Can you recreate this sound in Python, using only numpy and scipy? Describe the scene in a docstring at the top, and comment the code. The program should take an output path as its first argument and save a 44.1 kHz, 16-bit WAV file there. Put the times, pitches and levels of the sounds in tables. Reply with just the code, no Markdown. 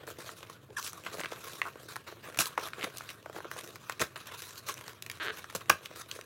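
"""Opening a cardboard box on a carpet

A cardboard mailing box is turned over and pulled open by hand, close by in a small room.
Creases snap as short bending pulses, walls pop, binding flaps creak in trains of equal slips, and short rasps,
from soft scuffs to loud tears, are bursts of noise. Hands and flaps scuff and squeak: coloured noise and fuzzy
falling partials. All but the dull jolts rings briefly in the hollow box; a short room echo and quiet air
noise surround it."""
import sys
import numpy as np
from scipy import signal
from scipy.fft import rfft, irfft
from scipy.io import wavfile
from scipy.ndimage import uniform_filter1d, map_coordinates

SR = 44100
rng = np.random.default_rng(int(sys.argv[2]) if len(sys.argv) > 2 else 0)


def bounce(signal):
    """Save signal as a 16-bit WAV file at the path given by the first command-line argument."""
    frames = np.transpose(np.atleast_2d(signal))
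    limited = np.clip(frames, -1, 1)
    pcm = np.round(limited * 32767).astype(np.int16)
    wavfile.write(sys.argv[1], SR, pcm)


N = 275625  # length in samples

# Before mixing, the level of a snap or slip is its rms over this many seconds.
SNAP_SPAN_S = .005

# Colour of the low drumming of rubbed board. Each row: frequency in Hz, relative level per hertz in dB.
DRUM_COLOUR = [(60, -47.5), (140, -4), (260, -4), (420, 1), (620, -1), (850, -8.5), (1300, -38.5)]
# Colour of the scuffing of rubbed board. Each row: frequency in Hz, relative level per hertz in dB.
SCUFF_COLOUR = [(500, -26.5), (850, -6), (1120, 3), (1600, 1), (2000, -5), (2600, -4), (3800, -6.5),
                (7000, -40)]
# Colour of hissing or cracking paper skin. Each row: frequency in Hz, relative level per hertz in dB.
HISS_COLOUR = [(2500, -33.5), (4000, -0.5), (4800, -3), (6000, 0.5), (8000, -4.5), (12000, -5),
               (16000, -10.5)]


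def amp(db):
    """Turns decibels into a gain."""
    return 10 ** (np.asarray(db) / 20)


def unit(x):
    """Scales to rms 1."""
    return x / np.sqrt(np.mean(abs(x) ** 2) + 1e-20)


def read(points, hz):
    """Reads a table along a logarithmic frequency axis."""
    f, value = np.transpose(points)
    return np.interp(np.log(hz + 1), np.log(f + 1), value)


def add(mix, s, sound):
    """Mixes a sound in at s seconds."""
    part = mix[max(round(s * SR), 0):][:len(sound)]
    part += sound[:len(part)]


def causal(gain):
    """Finds the spectrum with these gains whose response starts at once and then dies away."""
    log_gain = np.log(np.maximum(gain, gain.max() * 1e-4))
    circle = np.concatenate([log_gain, log_gain[-2:0:-1]])
    return np.exp(np.conj(signal.hilbert(circle)))[:len(gain)]


def ringing(points, size=2048):
    """The response, of energy 1, of a board with this spectrum."""
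    hz = np.fft.rfftfreq(size, 1 / SR)
    response = irfft(causal(amp(read(points, hz))))
    return response / np.linalg.norm(response)


def coloured(x, points):
    """Gives x a spectrum, at rms 1."""
    return unit(signal.oaconvolve(x, ringing(points))[:len(x)])


def hump(hz, centre_hz, octaves):
    """A broad resonance with steep skirts, at rms 1."""
    distance = np.log2((hz + 1) / centre_hz) / octaves
    return unit(1 / (1 + distance ** 2) ** 2)


def bend(pulse, pitch_hz, travel):
    """Bending waves: the treble travels faster and arrives first; the pitch takes `travel` seconds."""
    hz = np.fft.rfftfreq(len(pulse), 1 / SR)
    return irfft(rfft(pulse) * np.exp(-2j * np.pi * travel * 2 * np.sqrt(hz * pitch_hz)))


def wander(x, depth_db, size=512, count=36):
    """As the contact point moves, different resonances of the board come and go."""
    overlap = size * 3 // 4
    hz, _, z = signal.stft(x, SR, nperseg=size, noverlap=overlap)
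    patches = unit(uniform_filter1d(rng.standard_normal((count, z.shape[1])), size=14, axis=1))
    band = np.interp(np.log(hz + 1), np.log(np.geomspace(150, 16000, count)), np.arange(count))
    where = np.meshgrid(band, np.arange(z.shape[1]), indexing="ij")
    field = map_coordinates(patches, where, order=1)
    return signal.istft(z * amp(depth_db * field), SR, nperseg=size, noverlap=overlap)[1][:N]


def snap(flex_db, pitch_hz, crack_db, thud_db, size=2048):
    """The board flexes and thuds while its paper skin cracks."""
    hz, t = np.fft.rfftfreq(size, 1 / SR), np.arange(size) / SR
    flex_gain = amp(flex_db) * hump(hz, pitch_hz * .96, octaves=0.93)
    thud_gain = amp(thud_db) * hump(hz, 472, octaves=0.9)
    gain = np.hypot(flex_gain, thud_gain)
    # the wave comes back from the nearest folds and edges, differently at every spot
    echoes = rfft((t == 0) + 0.19 * rng.standard_normal(size) * np.exp(-t / 0.0021))
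    flex = unit(irfft(causal(gain) * echoes)) * np.sqrt(np.mean(gain ** 2))
    burst = rng.standard_normal(size) * np.exp(-t / 0.0014) * (t > .0003)
    crack = amp(crack_db) * coloured(burst, HISS_COLOUR)
    return (bend(flex, pitch_hz, travel=0.000625) + crack) * np.sqrt(SNAP_SPAN_S * SR / size)


def snaps():
    """Single buckles: creases snap, and whole walls pop in or out with a duller, hollow sound."""
    # A crease buckles. Each row: time in seconds, flex level in dB, nominal flex pitch in Hz,
    # level in dB of the crack of the paper skin; levels are before mixing.
    crease_rows = [(.2917, -37, 1310, -63), (.8647, -39, 3370, -42), (.932, -42.5, 1440, -41),
                   (1.0643, -35, 1860, -56), (1.1957, -34.5, 1840, -51), (1.213, -35, 1890, -49),
                   (1.2358, -34, 1970, -50), (1.2466, -33, 1810, -54), (1.2585, -32, 2010, -60),
                   (1.617, -21.5, 1740, -46), (1.9586, -35, 1480, -44), (1.9647, -34.5, 1120, -40.5),
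                   (2.3457, -42, 1820, -51), (2.375, -51, 1910, -38), (2.389, -23, 2620, -26),
                   (2.5774, -22, 1100, -49), (2.5805, -32.5, 1260, -44.5), (2.6857, -43, 1900, -46),
                   (2.7341, -34.5, 1970, -72), (2.811, -36.5, 2270, -58), (2.8222, -37, 1960, -57),
                   (2.829, -32, 2060, -45), (2.843, -30.5, 2500, -46), (2.8462, -38, 1780, -51),
                   (2.972, -45, 3360, -38), (2.9832, -46, 2690, -36), (3.0082, -37, 1350, -62),
                   (3.0908, -38.5, 2400, -46), (3.1028, -41, 3100, -47), (3.5146, -33, 1480, -42),
                   (3.7578, -42.5, 1450, -45.5), (3.8971, -28, 1460, -36.5), (3.996, -35, 2210, -39),
                   (4.003, -32.5, 2150, -40), (4.018, -28, 1900, -47), (4.0224, -27.5, 1600, -39),
                   (4.687, -35.5, 2460, -35.5), (4.7414, -48, 1600, -39.5), (4.88, -41.5, 1200, -40.5),
                   (5.024, -39.5, 3120, -37.5), (5.0638, -39.5, 2320, -43), (5.0992, -33.5, 2260, -39.5),
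                   (5.1148, -42, 2310, -39), (5.4427, -38, 1490, -51), (5.5618, -43, 3230, -36),
                   (5.6969, -17, 1570, -28.5), (5.7008, -12.5, 1350, -26), (5.8585, -36, 3180, -44),
                   (6.1137, -32, 3500, -40), (6.212, -43, 2370, -45.5)]
    # A whole wall pops. Each row: time in seconds, thud level in dB before mixing.
    pop_rows = [(0.0767, -41.5), (1.0643, -45.5), (1.3219, -37), (1.757, -44.5), (2.1247, -44),
                (2.389, -32.5), (2.5862, -36.5), (2.8458, -39), (3.2599, -38.5), (3.2979, -40.5),
                (3.3474, -46), (3.3638, -38.5), (3.386, -41.5), (3.4047, -41), (3.446, -41),
                (3.4525, -41.5), (3.5643, -42.5), (5.5508, -35.5), (5.9125, -47), (6.19, -41.5)]
    # the wider the fold, the lower it sounds and the more it thuds
    thud_re_flex_at_1khz_db, thud_fall_db_per_octave = -9, 17.5
    # all walls sound alike: nominal pitch, and flex and crack relative to the thud
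    pop_hz, pop_flex_db, pop_crack_db = 1166, -1, -17
    out = np.zeros(N)
    for s, db, pitch_hz, crack_db in crease_rows:
        thud_db = db + thud_re_flex_at_1khz_db - thud_fall_db_per_octave * np.log2(pitch_hz / 1000)
        add(out, s - .0006, snap(db, pitch_hz, crack_db, thud_db))  # early, as the wave takes time to arrive
    for s, db in pop_rows:
        add(out, s - .0006, snap(db + pop_flex_db, pop_hz, db + pop_crack_db, db))
    return out


def rasps():
    """Short rasps, from soft scuffs to loud tears: uneven noise that rises quickly and dies away."""
    # Soft scuffs to loud tears of paper or tape. Each row: start in seconds, rise in seconds,
    # decay time constant in seconds, scuff level in dB before mixing, hiss and drumming in dB relative to it.
    rasp_rows = [(.185, 0.0018, 0.0086, -48, 0, 5), (.428, 0.0019, 0.0077, -43, -10, -5),
                 (.496, 0.0038, 0.0035, -43, -3, -7), (1.058, 0.01, 0.0084, -35.5, -11.5, -14),
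                 (2.372, 0.0011, 0.0049, -32.5, -4.5, -13), (2.39, 0.00084, 0.0035, -25.5, 6, 2),
                 (2.394, 0.012, 0.011, -24, 5, -10), (2.835, 0.0066, 0.01, -32.5, -7.5, 0),
                 (3.996, 0.021, 0.016, -30.5, -0.5, -4), (4.157, 0.0018, 0.0089, -34, -12, -5.5),
                 (4.268, 0.0039, 0.0035, -41.5, 2, -11), (4.311, 0.0074, 0.011, -42.5, -14, -14),
                 (4.683, 0.011, 0.012, -33, -4, -9), (5.383, 0.002, 0.007, -40, -4, -8),
                 (5.498, 0.0015, 0.0063, -39.5, -10, -18), (5.549, 0.0021, 0.0093, -36, 6.5, 2),
                 (5.695, 0.0039, 0.002, -19.5, 3, -7.5)]
    # Colour of the hiss in a rasp. Each row: frequency in Hz, relative level per hertz in dB.
    rasp_hiss_colour = [(2000, -42.5), (3700, -7.5), (4900, 1), (6500, 2.5), (8500, -3.5), (11500, -2),
                        (16000, -9.5)]
    t, out = np.arange(SR // 4) / SR, np.zeros(N)
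    for s, rise, decay, db, hiss_db, drum_db in rasp_rows:
        shape = np.minimum(t / rise, 1) * np.exp(-np.maximum(t - rise, 0) / decay)
        noise = rng.standard_normal(len(t))
        unevenness = unit(uniform_filter1d(rng.standard_normal(len(t)), size=30))
        rough = noise * amp(4.0 * unevenness)
        drum, scuff, hiss = (coloured(rough, colour) for colour in (DRUM_COLOUR, SCUFF_COLOUR, rasp_hiss_colour))
        add(out, s, amp(db) * shape * (scuff + amp(hiss_db) * hiss + amp(drum_db) * drum))
    return wander(out, depth_db=2.26)


def creak(rows, colour):
    """Stick and slip: every slip sends the same bending wave through the flap."""
    s, *columns = np.transpose(rows)
    t, out = np.arange(s[0], s[-1], 1 / SR), np.zeros(N)
    rate, db = (np.interp(t, s, c) for c in columns)
    slip = bend(ringing(colour), pitch_hz=1700, travel=0.001022) * np.sqrt(SNAP_SPAN_S * SR)
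    slips_so_far = np.floor(np.cumsum(rate) / SR)
    for i in np.flatnonzero(np.diff(slips_so_far, prepend=-1)):
        late, harder = rng.standard_normal(2)  # slips vary slightly in time and force
        add(out, t[i] - .0006 + .0001 * late, amp(db[i] + 0.39 * harder) * slip)
    return out


def creaks():
    """A flap binds and slips twice, first briefly, then for longer."""
    # The two creaks as they go. Each row: time in seconds, slips per second, level in dB before mixing.
    short_rows = [(1.654, 98, -39), (1.662, 198, -39), (1.672, 290, -43), (1.684, 170, -41)]
    long_rows = [(5.2, 253.4, -41), (5.212, 326, -37.5), (5.228, 309, -38), (5.24, 211.8, -43),
                 (5.262, 185, -38), (5.282, 99.3, -31), (5.293, 154, -39), (5.306, 264, -34)]
    # Colour of one slip in each creak. Each row: frequency in Hz, relative level per hertz in dB.
    short_colour = [(200, -36), (600, -9), (1100, 4), (1450, 6), (2100, -31), (3500, -38), (12000, -50)]
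    long_colour = [(150, -31), (350, -7.5), (430, 4.5), (520, -15), (1000, -8.5), (1620, 5.5), (2100, -3.5),
                   (2600, -6.5), (3100, -4), (4400, -12), (5200, -31), (6500, -24), (12000, -50)]
    return creak(short_rows, short_colour) + creak(long_rows, long_colour)


def contact():
    """Strength of drumming, scuff and hiss: each stroke takes hold, swells or eases, and lets go."""
    # A hand or flap slides over the board. Each row: start in seconds, length in seconds,
    # scuff level in dB before mixing, swell from start to end in dB, hiss and drumming in dB relative to scuff.
    stroke_rows = [(0, 0.041, -51, -10, -12, 1), (0.063, 0.063, -51.5, -7, 0.5, -1.5),
                   (0.176, 0.14, -53, 7, 0.5, -3.5), (0.355, 0.043, -56.5, 0, 1.5, -7),
                   (0.454, 0.083, -60.5, 14, -0.5, -4), (0.682, 0.041, -68.5, 2, -22, 14.5),
                   (.775, 0.025, -43, -1, 2, -22), (0.807, 0.097, -48.5, -4.5, 7, -17),
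                   (0.936, 0.14, -56.5, -10, -1.5, -5.5), (1.068, 0.048, -52, -7, -7, -0.5),
                   (1.118, 0.091, -48.5, 5, 0, 3), (1.204, 0.063, -54, -6, -0.5, 3),
                   (1.309, 0.11, -50.5, -16, -7, -13), (1.383, 0.21, -52, 11.5, 2, -6.5),
                   (1.618, 0.086, -55, 7, -3.5, -3.5), (1.788, 0.076, -63.5, 7, 7, 4),
                   (1.88, 0.13, -56.5, -20, 0, -10.5), (2.063, 0.075, -46, -20, -7, -7.5),
                   (2.157, 0.03, -55.5, 0, -19, 1), (2.224, 0.16, -54.5, -11.5, -6, -3),
                   (2.421, 0.055, -44.5, 9.5, 3, -28), (2.57, 0.11, -49, 11.5, -2.5, -6.5),
                   (2.776, .1, -46.5, 7.5, -8.5, -1), (2.934, 0.2, -53, 2.5, -1.5, -8.5),
                   (3.319, 0.07, -54, 5, -3, -0.5), (3.44, 0.027, -53.5, -8, -24, 3),
                   (3.5, 0.11, -50.5, 10.5, 0.5, -6), (3.629, 0.13, -57.5, -7, 3, 1),
                   (3.787, 0.14, -52.5, 10, -4.5, -28), (4.162, 0.11, -53, -13, -2, -14),
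                   (4.239, 0.12, -50.5, 7, -7, -11.5), (4.37, 0.2, -53.5, -9, 3.5, -15),
                   (4.565, 0.02, -49, 6, 3.5, -24), (4.658, 0.064, -49, 1, 3.5, -8),
                   (4.751, 0.18, -51, -5.5, -4, -9), (5.1, 0.085, -56.5, 2, -4, -26),
                   (5.21, .09, -47.5, 7, -8, -8.5), (5.308, 0.13, -51.5, -4, -4, -20),
                   (5.496, 0.081, -57, 7, -1, -11), (5.585, 0.035, -50.5, 5, -16, -22),
                   (5.696, 0.065, -42, -18, -10, -7), (5.823, 0.049, -53, -7, 1, -5.5),
                   (5.95, 0.069, -50.5, 3.5, 0.5, -9), (6.079, 0.12, -53, -2, 0, -6.5)]
    # Between strokes the holding hand still creeps on the board.
    # Each row: time in seconds, scuff level in dB before mixing.
    hold_rows = [(0, -60), (0.551, -59), (.65, -66.5), (1, -53.5), (1.8, -58), (2.03, -62.5), (2.5, -53.5),
                 (3.2, -60.5), (3.7, -60), (4.1, -59.5), (4.95, -60.5), (5.7, -56), (6.25, -62.5)]
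    hold_hiss_db, hold_drum_db = -5.5, -4.5  # relative to the scuff
    attack_s, release_s = 0.013, 0.008  # every stroke takes hold and lets go alike
    hold_db = np.interp(np.arange(N) / SR, *np.transpose(hold_rows))
    power = amp([hold_db + hold_drum_db, hold_db, hold_db + hold_hiss_db]) ** 2
    t = np.arange(SR // 2) / SR
    for s, length, db, swell_db, hiss_db, drum_db in stroke_rows:
        shape = np.minimum(t / attack_s, 1) * np.exp(-np.maximum(t - length, 0) / release_s)
        push = shape * amp(db + swell_db * (np.minimum(t / length, 1) - .5))
        for layer, layer_db in zip(power, (drum_db, 0, hiss_db)):
            add(layer, s, (push * amp(layer_db)) ** 2)
    return np.sqrt(power)


def fibres(per_s, spread_db, smooth):
    """Tiny catches and breaks of uneven size over a smooth sliding noise."""
    size = amp(spread_db * np.minimum(rng.exponential(1, N), 4)) * rng.choice([-1, 1], N)
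    catches = unit(size * (rng.random(N) < per_s / SR))
    return unit(catches + smooth * rng.standard_normal(N))


def rubbing(strength):
    """Sliding contact, gripping and letting go many times a second."""
    drum, scuff, hiss = strength
    # Each row: flutter frequency in Hz, relative level per hertz in dB
    flutter = coloured(rng.standard_normal(N), [(10, 1), (70, -10), (200, -43), (600, -73)])
    grip = unit(amp(2.8 * flutter))
    catches = fibres(per_s=1500, spread_db=2.5, smooth=0.99)
    slide = drum * coloured(fibres(per_s=400, spread_db=3.5, smooth=0.52), DRUM_COLOUR)
    slide = slide + scuff * coloured(catches, SCUFF_COLOUR) + hiss * coloured(catches, HISS_COLOUR)
    return wander(grip * slide, depth_db=3.5)


def crinkles(strength, force_db, skin_db, count=130):
    """Small creases pop here and there, about as loud as the rubbing that works them."""
    out = np.zeros(N)
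    for when, force, pitch in rng.random((count, 3)):
        thud, flex, crack = 20 * np.log10(strength[:, int(when * N)]) + force_db * force
        add(out, when * N / SR, snap(flex, 1100 * 2.8 ** pitch, crack + skin_db, thud))
    return out


def squeak():
    """Fast, rough stick and slip: fuzzy partials that fall as the finger slows."""
    # A finger squeaks over the tape. Each row: time in seconds, level in dB before mixing, pitch in Hz.
    squeak_rows = [(.764, -55, 1715), (.772, -31.5, 1700), (0.777, -41, 1610), (0.784, -34, 1460),
                   (0.791, -44, 1300), (.806, -63, 1210)]
    # Its partials. Each row: multiple of the pitch, width in Hz, relative level in dB.
    partial_rows = [(.68, 160, -6.5), (1.001, 132, 1.5), (1.55, 350, -12.5), (2, 500, -11.5),
                    (3.45, 450, -10), (5.2, 4130, -8.5)]
    s, *columns = np.transpose(squeak_rows)
    t, out = np.arange(s[0], s[-1], 1 / SR), np.zeros(N)
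    db, pitch_hz = (np.interp(t, s, c) for c in columns)
    angle = 2 * np.pi * np.cumsum(pitch_hz) / SR
    for multiple, width_hz, partial_db in partial_rows:
        noise = rng.standard_normal(len(t)) + 1j * rng.standard_normal(len(t))
        waver = signal.lfilter(*signal.butter(2, width_hz / 2, fs=SR), noise)
        partial = unit((waver * np.exp(1j * multiple * angle)).real)
        add(out, s[0], amp(db + partial_db) * partial)
    return out


def jolts():
    """Dull bumps as the pull lets go and the panels swing back, neighbouring modes in opposite directions."""
    # The whole box is jolted against the carpet.
    # Each row: time in seconds, level in dB before fading and filtering, decay time constant in seconds.
    jolt_rows = [(2.377, -42, 0.0084), (2.39, -37.5, 0.013), (4.012, -33.5, 0.011), (5.698, -36.5, 0.02)]
    # Slow swings of the large panels. Each row: frequency in Hz, relative level in dB.
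    panel_rows = [(88, -3.5), (140, -1), (178, -12.5), (235, -4.5)]
    t, out = np.arange(SR // 4) / SR, np.zeros(N)
    swing = unit(sum((-1) ** k * amp(db) * np.sin(2 * np.pi * hz * t) for k, (hz, db) in enumerate(panel_rows)))
    for s, db, decay in jolt_rows:
        add(out, s, amp(db) * swing * (1 - np.exp(-t / 0.00074)) * np.exp(-t / decay))
    # a low cut near 68 Hz takes the deepest bass out of the bumps
    return signal.lfilter(*signal.butter(3, 68, "highpass", fs=SR), out)


def box(x):
    """The modes of the hollow box, rung by x."""
    # Ringing of the walls and the air inside.
    # Each row: frequency in Hz, relative level in dB, time to fade by 60 dB in seconds.
    mode_rows = [(384, -5.5, 0.065), (428.4, 4.5, 0.032), (500, 0, 0.064), (628, 7.5, 0.045),
                 (1080, 8.5, 0.017), (1260, -38, 0.057), (1360, -18, 0.099), (1610, -12, 0.026),
                 (2480, 1, 0.052), (2580, -15, 0.05)]
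    t = np.arange(SR // 5) / SR
    ring = sum(amp(db - 60 * t / t60) * np.cos(2 * np.pi * hz * t) for hz, db, t60 in mode_rows)
    return signal.oaconvolve(x, ring / np.linalg.norm(ring))[:N]


def room(x, size=256):
    """Sparse reflections from wall and furniture, soon soaked up by the carpet."""
    # Fading of the echo, apart from the early boost below.
    # Each row: frequency in Hz, time to fade by 60 dB in seconds.
    fade_rows = [(150, 0.18), (600, 0.13), (1500, 0.23), (5000, 0.19), (15000, 0.19)]
    count = SR // 2
    taps = rng.choice([-1., 1.], count) * (rng.random(count) < 4000 / SR)  # about 4000 reflections a second
    taps = taps * (np.arange(count) > .003 * SR)
    hz, t, z = signal.stft(taps, SR, nperseg=size)
    early = 1 + 0.84 * np.exp(-t / 0.028)
    fade = amp(-60 * t / read(fade_rows, hz)[:, None])
    tail = signal.istft(z * early * fade, SR, nperseg=size)[1]
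    return signal.oaconvolve(x, tail / np.linalg.norm(tail))[:N]


def still_air():
    """The still air of the room: steady, quiet coloured noise."""
    # Colour of the air noise. Each row: frequency in Hz, relative level per hertz in dB.
    air_colour = [(20, -49), (40, -32), (65, -11), (95, 2.5), (125, 3), (190, -8), (420, -7.5),
                  (800, -23.5), (2000, -25), (6000, -37.5), (16000, -35)]
    return amp(-59) * coloured(rng.standard_normal(N), air_colour)


def scene():
    """The handled box in its room."""
    flap_creaks = creaks()
    strength = contact()
    sliding = amp(-3.0) * rubbing(strength) + amp(-2.0) * squeak()
    sliding = sliding + amp(-3.5) * crinkles(strength, force_db=7, skin_db=-1)
    board = amp(-2.84) * snaps() + amp(-0.5) * flap_creaks + amp(-2.5) * rasps() + sliding
    near = board + amp(-23.0) * box(board) + jolts()
    air = still_air()
    return (near + amp(-12) * room(near) + air)[None]


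def record(dry):
    """Removes the treble above about 16.1 kHz with a steep low-pass filter."""
    low_pass = signal.firwin(401, 16100, window=("kaiser", 8), fs=SR)
    return signal.oaconvolve(dry, low_pass[None], "same")


dry = scene()
out = record(dry)
bounce(out)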